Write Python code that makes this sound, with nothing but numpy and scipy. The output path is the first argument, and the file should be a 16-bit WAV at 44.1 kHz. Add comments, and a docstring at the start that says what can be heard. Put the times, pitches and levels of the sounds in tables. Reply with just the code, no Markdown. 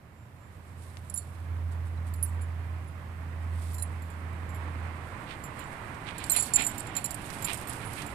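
"""Metal collar tags clink, chatter and damp each other as a small dog moves about on dry soil, close on the right.
Each contact excites decaying tag modes, short clasp resonances and clicks; a few weak echoes follow.
Clumped noise grains make the paws and the rustling coat, and sharp clicks make snapping grit and twigs.
A far engine hums as gliding sines for about five seconds, over a slowly swelling wash of traffic in
shaped noise, a faint early whistle and a steady hiss."""
import sys
import numpy as np
from scipy import signal
from scipy.fft import rfft, irfft, next_fast_len
from scipy.io import wavfile

SR = 44100
rng = np.random.default_rng(int(sys.argv[2]) if len(sys.argv) > 2 else 0)


def persist_wave(psi):
    """Save psi, clipped to +-1, as 16-bit WAV."""
    counts = np.round(np.clip(psi, -1, 1) * 32767).astype(np.int16)
    wavfile.write(sys.argv[1], SR, np.atleast_2d(counts).T)


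N = 359106
TIME = np.arange(N) / SR

# Contacts between the tags. Each row: start in seconds, relative strength in dB of the tag's first, second
# and third mode family, ring time in seconds to fall 60 dB, relative clack of the link ring in dB.
CLINKS = [(1.098, -30, -32, -43, 0.05, -34), (1.103, -52, -41, -62, 0.04, -40),
          (1.141, -41, -22, -48, 0.08, -35), (1.158, -31, -38, -40, 0.14, -46),
          (1.175, -28, -26.5, -42, 0.096, -33), (1.204, -52, -49, -63, 0.34, -62),
          (2.138, -51, -44, -33, 0.054, -36), (2.158, -57, -50.5, -63, 0.37, -55),
          (2.227, -45, -18, -27, 0.078, -32.5), (2.261, -51, -49, -48, 0.23, -39),
          (2.412, -53, -49, -60, 0.1, -44), (2.418, -45, -41.5, -54, 0.1, -50),
          (2.873, -59, -51, -72, 0.12, -61), (3.733, -52, -47, -42, 0.1, -51),
          (3.742, -35, -37, -35, 0.1, -44), (3.749, -42, -45, -48, 0.17, -39),
          (3.782, -40, -44, -46, 0.23, -38), (3.796, -42, -39, -50, 0.17, -35),
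          (3.8232, -34, -22.5, -34, 0.14, -29), (3.837, -51, -30, -52, 0.044, -50),
          (4.021, -56.5, -62, -56, 0.28, -43), (4.102, -52, -66, -58, 0.18, -43.5),
          (4.491, -51, -60, -59, 0.3, -43), (4.545, -49, -64, -49, 0.2, -46),
          (4.556, -54, -52, -52, 0.12, -57), (5.438, -35.5, -45, -43, 0.12, -39),
          (5.592, -38, -56, -44, 0.1, -38), (5.638, -43, -64, -58, 0.07, -55),
          (6.182, -34.5, -40, -42, 0.091, -29), (6.24, -36, -62, -53, 0.19, -24),
          (6.263, -47, -49, -52, 0.11, -31), (6.298, -25, -28, -26, 0.1, -17),
          (6.305, -32, -40, -23, 0.25, -22), (6.316, -20, -34, -21, 0.1, -29),
          (6.326, -15, -39, -32, 0.1, -29), (6.333, -22, -33, -26, 0.11, -29),
          (6.363, -24, -13, -26, 0.1, -18), (6.372, -16, -17.5, -32, 0.083, -25),
          (6.385, -19, -22, -43, 0.25, -31), (6.397, -13.5, -20, -38, 0.11, -34),
          (6.407, -25, -27, -38, 0.1, -25), (6.415, -44, -44, -48, 0.1, -38),
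          (6.424, -29, -26, -38, 0.08, -26), (6.432, -29, -36, -46, 0.16, -33),
          (6.447, -44, -36, -51, 0.2, -51), (6.536, -10.5, -22, -47, 0.1, -18),
          (6.5405, -14, -19, -48, 0.083, -26), (6.558, -6, -23, -29, 0.2, -19),
          (6.5655, -7, -30, -23, 0.1, -30), (6.568, -39, -47, -47, 0.2, -39),
          (6.588, -26, -54, -45, 0.25, -37), (6.606, -23, -41, -38, 0.11, -36),
          (6.6205, -27, -41, -42, 0.17, -21), (6.638, -23, -46, -37, 0.15, -34),
          (6.647, -16.5, -31, -31, 0.1, -28), (6.6655, -18, -27, -31, 0.1, -21),
          (6.671, -17.5, -32, -25.5, 0.1, -32), (6.714, -32, -48, -68, 0.06, -34),
          (6.78, -30, -46, -35, 0.08, -31), (6.794, -30, -39, -39, 0.1, -33),
          (6.803, -42, -52, -58, 0.2, -28), (6.869, -40, -63, -63, 0.13, -35),
          (6.952, -28.5, -52, -48, 0.18, -30), (6.966, -16.5, -33, -30, 0.1, -24),
          (6.992, -41, -42, -49, 0.15, -37), (7.042, -22.5, -37, -33, 0.2, -26),
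          (7.058, -31, -45, -41, 0.1, -21), (7.065, -33, -55, -50, 0.09, -35),
          (7.107, -28, -50, -47, 0.1, -30), (7.113, -50, -51, -38, 0.077, -27),
          (7.144, -47, -41, -38, 0.062, -27), (7.423, -33, -50, -35, 0.14, -27),
          (7.444, -20, -28, -33, 0.1, -26), (7.45, -24, -28, -34, 0.1, -27),
          (7.461, -40, -35, -34, 0.081, -39), (7.532, -45, -48, -48, 0.05, -24),
          (7.543, -41, -49, -37, 0.085, -27), (7.572, -38, -45, -54, 0.1, -40),
          (7.673, -45, -57, -39, 0.1, -32), (7.684, -58, -44, -29, 0.05, -37),
          (7.695, -41, -36, -48, 0.095, -27), (7.85, -64, -42, -58, 0.32, -49),
          (7.933, -62, -49, -36, 0.05, -32), (8.064, -42, -53, -46, 0.13, -34)]


def from_db(db):
    """Decibels to amplitude gain."""
    return 10 ** (np.asarray(db) / 20)


def rms_one(x):
    """Scale to rms 1."""
    return x / np.sqrt(np.mean(x ** 2) + 1e-20)


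def in_time(rows):
    """Draw each column of a breakpoint curve at every sample."""
    s, *columns = np.transpose(rows)
    return [np.interp(TIME, s, c) for c in columns]


def at_hz(points, hz):
    """Read a curve on a log-frequency axis."""
    point_hz, values = np.array(points).T
    return np.interp(np.log(hz), np.log(point_hz), values)


def drift(rate_hz):
    """Slow random wander with rms 1: low-passed noise, drawn at one point per 40 samples."""
    step = 40
    r = np.exp(-2 * np.pi * rate_hz * step / SR)
    noise = rng.standard_normal(N // step + 2002)
    slow = signal.lfilter([1], [1, -2 * r, r * r], noise)[2000:]  # skip the filter's settling
    return np.interp(np.arange(N) / step, np.arange(len(slow)), rms_one(slow))


def coloured(x, spectrum):
    """Filter a signal through a smooth spectral curve and scale it to rms 1."""
    size = next_fast_len(N)
    hz = np.maximum(np.fft.rfftfreq(size, 1 / SR), 1)
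    shaped = rfft(x, size) * from_db(at_hz(spectrum, hz))
    return rms_one(irfft(shaped, size)[..., :N])


def air_noise(spectrum):
    """Far sound at two microphones: alike in the bass, less related and more one-sided in the treble."""
    # Each row: frequency in Hz, left minus right level in dB.
    air_balance = [(60, -3.5), (400, -5), (700, -5), (1290, -10.5), (2380, -21), (4400, -16.5),
                   (9000, -13.5)]
    # Each row: frequency in Hz, left-right correlation from 0 to 1.
    air_likeness = [(60, 0.9), (130, 0.94), (290, 0.95), (640, 0.68), (1400, 0), (3100, 0.38), (7000, 0)]
    size = next_fast_len(N)
    hz = np.maximum(np.fft.rfftfreq(size, 1 / SR), 1)
    mid, side = rfft(rng.standard_normal((2, size)))
    alike = np.clip(at_hz(air_likeness, hz), -1, 1)
    signs = np.array([[1], [-1]])  # left, right
    pair = np.sqrt(1 + alike) * mid + np.sqrt(1 - alike) * side * signs
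    gain = from_db(at_hz(spectrum, hz) + signs * at_hz(air_balance, hz) / 2)
    return rms_one(irfft(pair * gain, size)[:, :N])


def grains(per_s, spread_db):
    """Random clicks of uneven size and either sign, independent in two channels, rms 1."""
    loudness_db = spread_db * np.minimum(rng.exponential(1, (2, N)), 4)
    sizes = from_db(loudness_db) * rng.choice([-1, 1], (2, N))
    return rms_one(sizes * (rng.random((2, N)) < per_s / SR))


def swells(rows):
    """Sum of bell-shaped rises and falls, one for each stroke."""
    bells = 0
    for s, spread_s, db in rows:
        bells = bells + from_db(db) * np.exp(-.5 * np.minimum(((TIME - s) / spread_s) ** 2, 100))
    return bells


def resonance(x, hz, width_hz):
    """Two-pole resonance with gain 1 at its peak."""
    r = np.exp(-np.pi * width_hz / SR)
    top = np.array([1, 0, -1]) * (1 - r * r) / 2
    return signal.lfilter(top, [1, -2 * r * np.cos(2 * np.pi * hz / SR), r * r], x + 1e-18)


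def near(x, left_db):
    """Place a near source: the right channel is unchanged and the left is offset in level."""
    return x * from_db([[left_db], [0]])


def tag_ring(detune_hz=10, damp_s=0.00034, attack_s=0.00081, nudge_rad=1.0,
             free_db=-29, free_t60=0.18, waver_db=2.5):
    """Each contact sets the tag's modes ringing until the next stops them; a faint free ring lasts longer."""
    # The three mode families, each with its weaker companions. Each row: frequency in Hz, relative level in dB.
    tag_modes = [
        [(7252, -1.74), (7250, -28), (7420, -17), (7940, -27)],
        [(9812, 0), (10221, -22), (10434, -17)],
        [(11705, -0.5), (14100, -24)],
    ]
    out, t = np.zeros(N + SR), np.arange(SR // 3) / SR
    starts = [row[0] for row in CLINKS]
    for (s, *strengths_db, t60, _), until in zip(CLINKS, starts[1:] + [TIME[-1]]):
        stopped = np.exp(-np.maximum(t - (until - s), 0) / damp_s)
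        held_ring = from_db(-60 * t / t60) * stopped
        free_ring = from_db(free_db - 60 * t / free_t60)
        fade = (1 - np.exp(-t / attack_s)) * (held_ring + free_ring)
        at = round(s * SR)
        for strength_db, family in zip(strengths_db, tag_modes):
            for hz, db in family:
                # a blow only nudges the phase of a mode that already swings; its load shifts the pitch a little
                off, kick = rng.standard_normal(2)
                cycles = hz * (t + at / SR) + detune_hz * off * t
                swing = np.sin(2 * np.pi * cycles + nudge_rad * kick)
                out[at:at + len(t)] += from_db(strength_db + db) * fade * swing
    return out[:N] * from_db(waver_db * drift(51))


def pings(notes, attack_s=0.00079):
    """Pure, dying notes of struck metal that ring on through later contacts."""
    out, t = np.zeros(N + SR), np.arange(SR // 2) / SR
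    for s, hz, db, t60 in notes:
        at = round(s * SR)
        fade = from_db(db - 60 * t / t60) * (1 - np.exp(-t / attack_s))
        out[at:at + len(t)] += fade * np.sin(2 * np.pi * hz * t)
    return out[:N]


def clasp_clack(ringing, level_db=21, knock_db=-4, chatter_db=-7.5, chatter_per_s=3200, chatter_s=0.0043,
                closing_s=0.00074, buzz_db=-22, buzz_clump_db=3.5, buzz_s=0.036, colour_db=3.0, radiate_hz=6400):
    """Each contact knocks the link ring, which skids and rebounds in tiny clicks and buzzes on the ringing tag."""
    # Short resonances of link ring and clasp. Each row: frequency in Hz, width in Hz, relative level in dB.
    clasp = [(4330, 570, 5.5), (7430, 110, -1), (7340, 290, 6), (8030, 200, 5.5), (8510, 260, 10.5),
             (8860, 800, 3), (10280, 240, 4.5), (10470, 450, 1.5), (11200, 1000, -7), (14100, 1000, -13)]
    knocks = np.zeros(N)
    for s, *_, clack_db in CLINKS:
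        knocks[round(s * SR)] = from_db(clack_db)
    skid = signal.lfilter([1], [1, -np.exp(-1 / (chatter_s * SR))], knocks + 1e-18)
    closing = np.exp(-1 / (closing_s * SR))  # the parts graze before they meet fully
    skid = signal.lfilter([1 - closing], [1, -closing], skid)

    keep = np.exp(-1 / (buzz_s * SR))  # the buzz follows the loudness of the tag
    loudness = signal.lfilter([1 - keep], [1, -keep], np.abs(ringing) + 1e-18)
    buzz = loudness * from_db(buzz_db + buzz_clump_db * drift(70))

    touches = (rng.random(N) < chatter_per_s / SR) * rng.uniform(0.76, 1, N) * rng.choice([-1, 1], N)
    clicks = from_db(knock_db) * knocks + (from_db(chatter_db) * skid + buzz) * touches
    rings = 0
    for k, (hz, width_hz, db) in enumerate(clasp):
        # the point of contact moves, so every blow favours other resonances
        favoured = clicks * from_db(db + colour_db * drift(42))
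        rings = rings + (-1) ** k * resonance(favoured, hz, width_hz)
    # so small a part radiates almost nothing at longer wavelengths
    radiation = signal.butter(3, radiate_hz, "high", fs=SR, output="sos")
    return from_db(level_db) * signal.sosfilt(radiation, rings)


def clasp_snaps():
    """The clasp takes up its slack in very short, broad bursts of grating, dry and without a note."""
    # Each row: start in seconds, relative level in dB, decay constant in seconds.
    snaps = [(1.1, -39, .003), (1.14, -35, .003), (1.176, -32, .003), (3.745, -39, .008),
             (3.783, -41, .004), (4.332, -44, .001), (5.241, -46, .001), (6.536, -26, .0008),
             (7.058, -23.5, .003), (7.108, -26, .002), (7.449, -24, .003), (7.533, -22.5, .0009),
             (7.573, -34, .006), (7.614, -28, .0008), (7.734, -31, .0008), (7.756, -34, .0008)]
    # Each row: frequency in Hz, relative level in dB.
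    snap_colour = [(2500, -29), (4800, -4), (6200, -3), (8700, 6.5), (14500, -3)]
    bursts, t = np.zeros(N + SR), np.arange(SR // 10) / SR
    for s, db, decay_s in snaps:
        at = round(s * SR)
        bursts[at:at + len(t)] += from_db(db) * np.exp(-t / decay_s)
    return bursts[:N] * coloured(rng.standard_normal(N), snap_colour)


def contact_clicks(level_db=-2, rebound_db=-1, rebound_s=0.0012, low_hz=2300):
    """Metal meeting metal: a bare, crisp click and one quick rebound."""
    clicks = np.zeros(N)
    for (s, *_, clack_db), late in zip(CLINKS, rng.uniform(0.48, 1.4, len(CLINKS))):
        clicks[round(s * SR)] += from_db(clack_db)
        clicks[round((s + late * rebound_s) * SR)] += from_db(clack_db + rebound_db)
    band = signal.butter(2, [low_hz, 13500], "band", fs=SR, output="sos")
    return from_db(level_db) * signal.sosfilt(band, clicks + 1e-18)


def garden_echoes(x, last_s=0.014, count=24):
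    """A few weak reflections off the ground and a chair, with other delays on each side."""
    out = np.zeros((2, N))
    for k, delay in enumerate(rng.uniform(0.01, last_s, count)):
        lag = max(round(delay * SR), 1)
        out[k % 2, lag:] += x[:-lag] * np.exp(-2 * delay / last_s) * (-1) ** (k // 2)
    return out / 2


def collar(echo_db=-29):
    """The tags, link ring and clasp, close on the right, with their echoes on both sides."""
    # Blows that flex a tag and sound its lower notes. Each row: start in seconds, note in Hz,
    # relative level in dB, time in seconds to fall 60 dB.
    bends = [(1.158, 4110, -54, .06), (1.175, 3700, -55, .06), (1.178, 4425, -53, .25),
             (1.975, 3970, -49, .04), (5.585, 4150, -51, .1), (3.785, 4090, -47, 0.14),
             (3.82, 4080, -41, 0.054), (6.302, 4140, -28.5, 0.08), (6.363, 4100, -24, 0.062),
             (6.364, 4425, -36, 0.24), (6.425, 4370, -45, 0.59), (6.536, 4470, -39, .15),
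             (6.558, 4380, -37, .12), (6.59, 4200, -37, 0.23), (6.965, 4080, -33, .07),
             (6.967, 4425, -45, .25), (7.044, 4110, -37, 0.076), (7.445, 4425, -43, .06)]
    # Blows that catch the link ring free; its note depends on where it is held. Each row: start in seconds,
    # note in Hz, relative level in dB, time in seconds to fall 60 dB.
    ring_notes = [(1.099, 10250, -33, .04), (1.175, 10206, -34, .03), (6.183, 10540, -33, 0.032),
                  (6.2975, 7520, -9, .02), (6.298, 8100, -8, .02), (6.315, 7988, -24, .06),
                  (6.408, 7700, -13, 0.027), (6.424, 7600, -17, .035), (6.425, 10220, -25, .04),
                  (6.5655, 7500, -11, 0.022), (6.62, 8074, -17, .025), (6.666, 7800, -10, .022),
                  (6.674, 8240, -19, 0.034), (7.042, 10422, -23.5, .06), (7.107, 10600, -31, .05),
                  (7.144, 8900, -30, .03), (7.532, 8613, -18, 0.018), (7.695, 10766, -23, 0.038)]
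    ringing = tag_ring()
    metal = ringing + pings(bends) + pings(ring_notes)
    metal = metal + clasp_clack(ringing) + clasp_snaps() + contact_clicks()
    echoes = from_db(echo_db) * garden_echoes(metal) * from_db([[-1], [1]])
    return near(metal, left_db=-32.0) + echoes


def paws(level_db=-2.5, clump_db=0.5, grit_db=-4):
    """Soil crunches in coarse, clumped grains under each scuff, and a few larger crumbs grind among them."""
    # Each row: middle in seconds, spread in seconds, relative level in dB.
    scuffs = [(5.31, 0.025, -39.5), (5.61, 0.027, -46), (6.09, 0.019, -35.5), (6.21, 0.039, -39),
              (6.367, 0.021, -31), (6.605, 0.024, -26.5), (6.975, 0.014, -37), (7.26, 0.031, -49),
              (7.503, 0.03, -32), (7.83, 0.019, -44.5), (8.0, 0.023, -37.5)]
    # Spectra of soil and grit. Each row: frequency in Hz, relative level in dB.
    scuff_colour = [(300, 2), (520, -8), (780, 2), (1150, -7), (1700, 1.5), (2350, 10.5), (3300, 3.5),
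                    (4500, -5.5), (6000, -16), (9000, -6.5), (15000, -56)]
    grit_colour = [(300, 0), (700, -6), (1800, 0.5), (4000, 0), (7000, -23), (15000, -35)]
    push = from_db(level_db + clump_db * drift(48)) * swells(scuffs)
    soil = coloured(grains(per_s=2500, spread_db=2.0), scuff_colour)
    grit = coloured(grains(per_s=330, spread_db=3.0), grit_colour)
    return near(push * (soil + from_db(grit_db) * grit), left_db=-25)


def treads(clump_db=2):
    """The dog's weight lands with a dull, hollow push that reaches both microphones."""
    # Each row: middle in seconds, spread in seconds, relative level in dB.
    heavy_steps = [(6.372, 0.014, -42), (6.605, 0.031, -41), (6.98, 0.022, -44), (7.622, .013, -46)]
    # Each row: frequency in Hz, relative level in dB.
    tread_colour = [(250, -13), (560, -15), (730, 10), (1000, 0), (2000, -22), (4000, -29)]
    push = from_db(clump_db * drift(60)) * swells(heavy_steps)
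    return near(push * coloured(grains(per_s=1200, spread_db=3.0), tread_colour), left_db=-1)


def coat(level_db=-2, brush_db=-1, flutter_db=2):
    """Fur, knitted coat and dry grass rub in fine bright grains."""
    # Rustling as the dog moves. Each row: time in seconds, relative level in dB.
    rustle = [(0, -76.5), (.9, -58.5), (1.35, -60), (1.5, -65.5), (3.4, -69), (4.8, -65.5), (5.4, -58),
              (6.9, -56.5), (7.35, -43.5), (8.14, -47)]
    # Strokes of collar and coat on fur. Each row: middle in seconds, spread in seconds, relative level in dB.
    brushes = [(.855, 0.032, -61), (1.725, 0.009, -55), (1.875, 0.0085, -53), (2.08, 0.013, -53),
               (3.62, 0.055, -52.5), (3.71, 0.051, -53), (3.9, 0.42, -72), (5.07, 0.011, -57),
               (6.4, 0.069, -37.5), (6.76, 0.064, -51), (7.06, 0.036, -55), (7.52, 0.046, -52),
               (7.72, 0.019, -49), (7.99, 0.026, -48)]
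    # Each row: frequency in Hz, relative level in dB.
    rustle_colour = [(2000, -10), (4000, -4), (6300, -9), (8300, 2), (10000, -1), (12000, -7.5),
                     (14500, -18)]
    rubbing = from_db(in_time(rustle)[0] + level_db) + from_db(brush_db) * swells(brushes)
    fibres = coloured(grains(per_s=3200, spread_db=1.5), rustle_colour)
    return near(rubbing * from_db(flutter_db * drift(24)) * fibres, left_db=-33)


def ticks(decay_s=0.0068, crack_hz=4000):
    """Grit and twigs snap: a sharp crack, louder on the left, and a very short, bright crumble on the right."""
    # Each row: start in seconds, relative crack level in dB, relative crumble level in dB.
    snapping = [(0.9709, -30.5, -49), (5.945, -48, -47), (7.302, -42, -33.5), (8.019, -39, -33.5)]
    cracks, crumbs = np.zeros(N), np.zeros(N)
    for s, crack_db, crumble_db in snapping:
        at = round(s * SR)
        cracks[at], crumbs[at] = from_db(crack_db), from_db(crumble_db)
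    band = signal.butter(2, [250, crack_hz], "band", fs=SR, output="sos")
    crack = signal.sosfilt(band, cracks + 1e-18)
    fade = signal.lfilter([1], [1, -np.exp(-1 / (decay_s * SR))], crumbs + 1e-18)
    crumble_colour = [(2000, 3), (6300, 2.0), (9000, -2), (15000, -9)]  # Hz, relative dB
    crumble = fade * coloured(rng.standard_normal((2, N)), crumble_colour)
    return near(crack, left_db=19.5) + near(crumble, left_db=-27)


def engine(idle_hz=83.26, extra_hz=3.5, settle_s=1.1, second_db=-25, third_db=-35, waver_db=-0.34):
    """Only the firing tone of a far engine carries, with weak overtones; it starts fast and settles to its idle."""
    # Each row: time in seconds, relative level in dB.
    loudness = [(0, -61), (1.0, -43), (1.37, -42.5), (1.5, -33.5), (1.7, -31), (1.88, -34.5), (2.35, -31.5),
                (2.76, -35.5), (2.95, -43), (3.55, -32), (4.07, -38), (4.88, -36), (5.15, -50), (5.6, -100)]
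    db, = in_time(loudness)
    hz = idle_hz + extra_hz * np.exp(-TIME / settle_s)
    phase = 2 * np.pi * np.cumsum(hz) / SR
    tone = np.sin(phase) + from_db(second_db) * np.sin(2 * phase) + from_db(third_db) * np.sin(3 * phase)
    return np.sqrt(2) * tone * from_db(db + waver_db * drift(13)) * from_db([[-2.4], [1.9]])


def traffic(rumble_db=2, wash_db=4, flutter_db=0.88):
    """Low rumble and tyre wash from a distant road; late on, the wash sinks in pitch, then partly returns."""
    # Each row: time in seconds, relative rumble level in dB, relative tyre wash level in dB.
    road = [(0, -54, -64), (1.88, -47, -54), (3.06, -48.5, -52.5), (3.81, -47, -51.5), (4.92, -47, -47),
            (5.9, -48, -45.5), (8.14, -45, -43.5)]
    # Spectra of the rumble, the wash and the sunken wash. Each row: frequency in Hz, relative level in dB.
    rumble_colour = [(20, -28), (40, -9.5), (65, 1.5), (110, 7), (160, -2), (260, -9), (400, -17),
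                     (700, -16), (1500, -55)]
    wash_colour = [(150, 6), (280, 5.5), (450, 0), (750, 2), (1030, 5.5), (1400, 0), (2000, -4),
                   (2500, -11), (3200, -18.5), (4500, -25), (6000, -32), (9000, -23.5), (15000, -90)]
    late_wash_colour = [(150, 5.5), (280, 6.5), (480, -1.5), (720, 3), (900, 3), (1400, -1.5), (2000, -6.5),
                        (2500, -9.5), (3200, -14), (4500, -25), (6000, -29), (9000, -44), (15000, -51)]
    rumble, wash = in_time(road)
    sunk = np.interp(TIME, [6.1, 6.4, 7.35, 7.9], [0, 0.99, 0.95, 0.51])  # power share of the sunken wash
    tyres = np.sqrt(1 - sunk) * air_noise(wash_colour) + np.sqrt(sunk) * air_noise(late_wash_colour)
    low = from_db(rumble + rumble_db) * air_noise(rumble_colour)
    return low + from_db(wash + wash_db + flutter_db * drift(5.4)) * tyres


def whistle(hz=7312):
    """A thin, faint, far sine tone that swells and fades a few times."""
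    # Each row: middle in seconds, spread in seconds, relative level in dB.
    whistle_swells = [(.21, .045, -76), (.44, 0.038, -73), (.72, .08, -81)]
    tone = np.sqrt(2) * np.sin(2 * np.pi * hz * TIME)
    return swells(whistle_swells) * tone * from_db([[-5], [3]])


def hiss(level_db=-58.5):
    """Faint even noise, independent in each channel, that rises by 5 dB over the first 1.2 seconds."""
    # Each row: frequency in Hz, relative level in dB.
    hiss_colour = [(1000, 6), (4000, -8), (6300, -12), (9000, -12), (12000, -10.5), (15000, -12.5)]
    rise_db = np.interp(TIME, [0, 1.2], [-5, 0])
    return from_db(level_db + rise_db) * coloured(rng.standard_normal((2, N)), hiss_colour)


def scene():
    """The dog, the far engine and road, the whistle and the hiss."""
    dog = collar() + paws() + treads() + coat() + ticks()
    return dog + engine() + traffic() + whistle() + hiss()


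def record(dry, top=0.6, cutoff_hz=14800):
    """Peaks are rounded smoothly towards a ceiling and a steep low-pass cuts the top."""
    rounded = top * np.tanh(dry / top)
    return signal.sosfilt(signal.ellip(10, .3, 80, cutoff_hz, fs=SR, output="sos"), rounded)


dry = scene()
out = record(dry)
persist_wave(out)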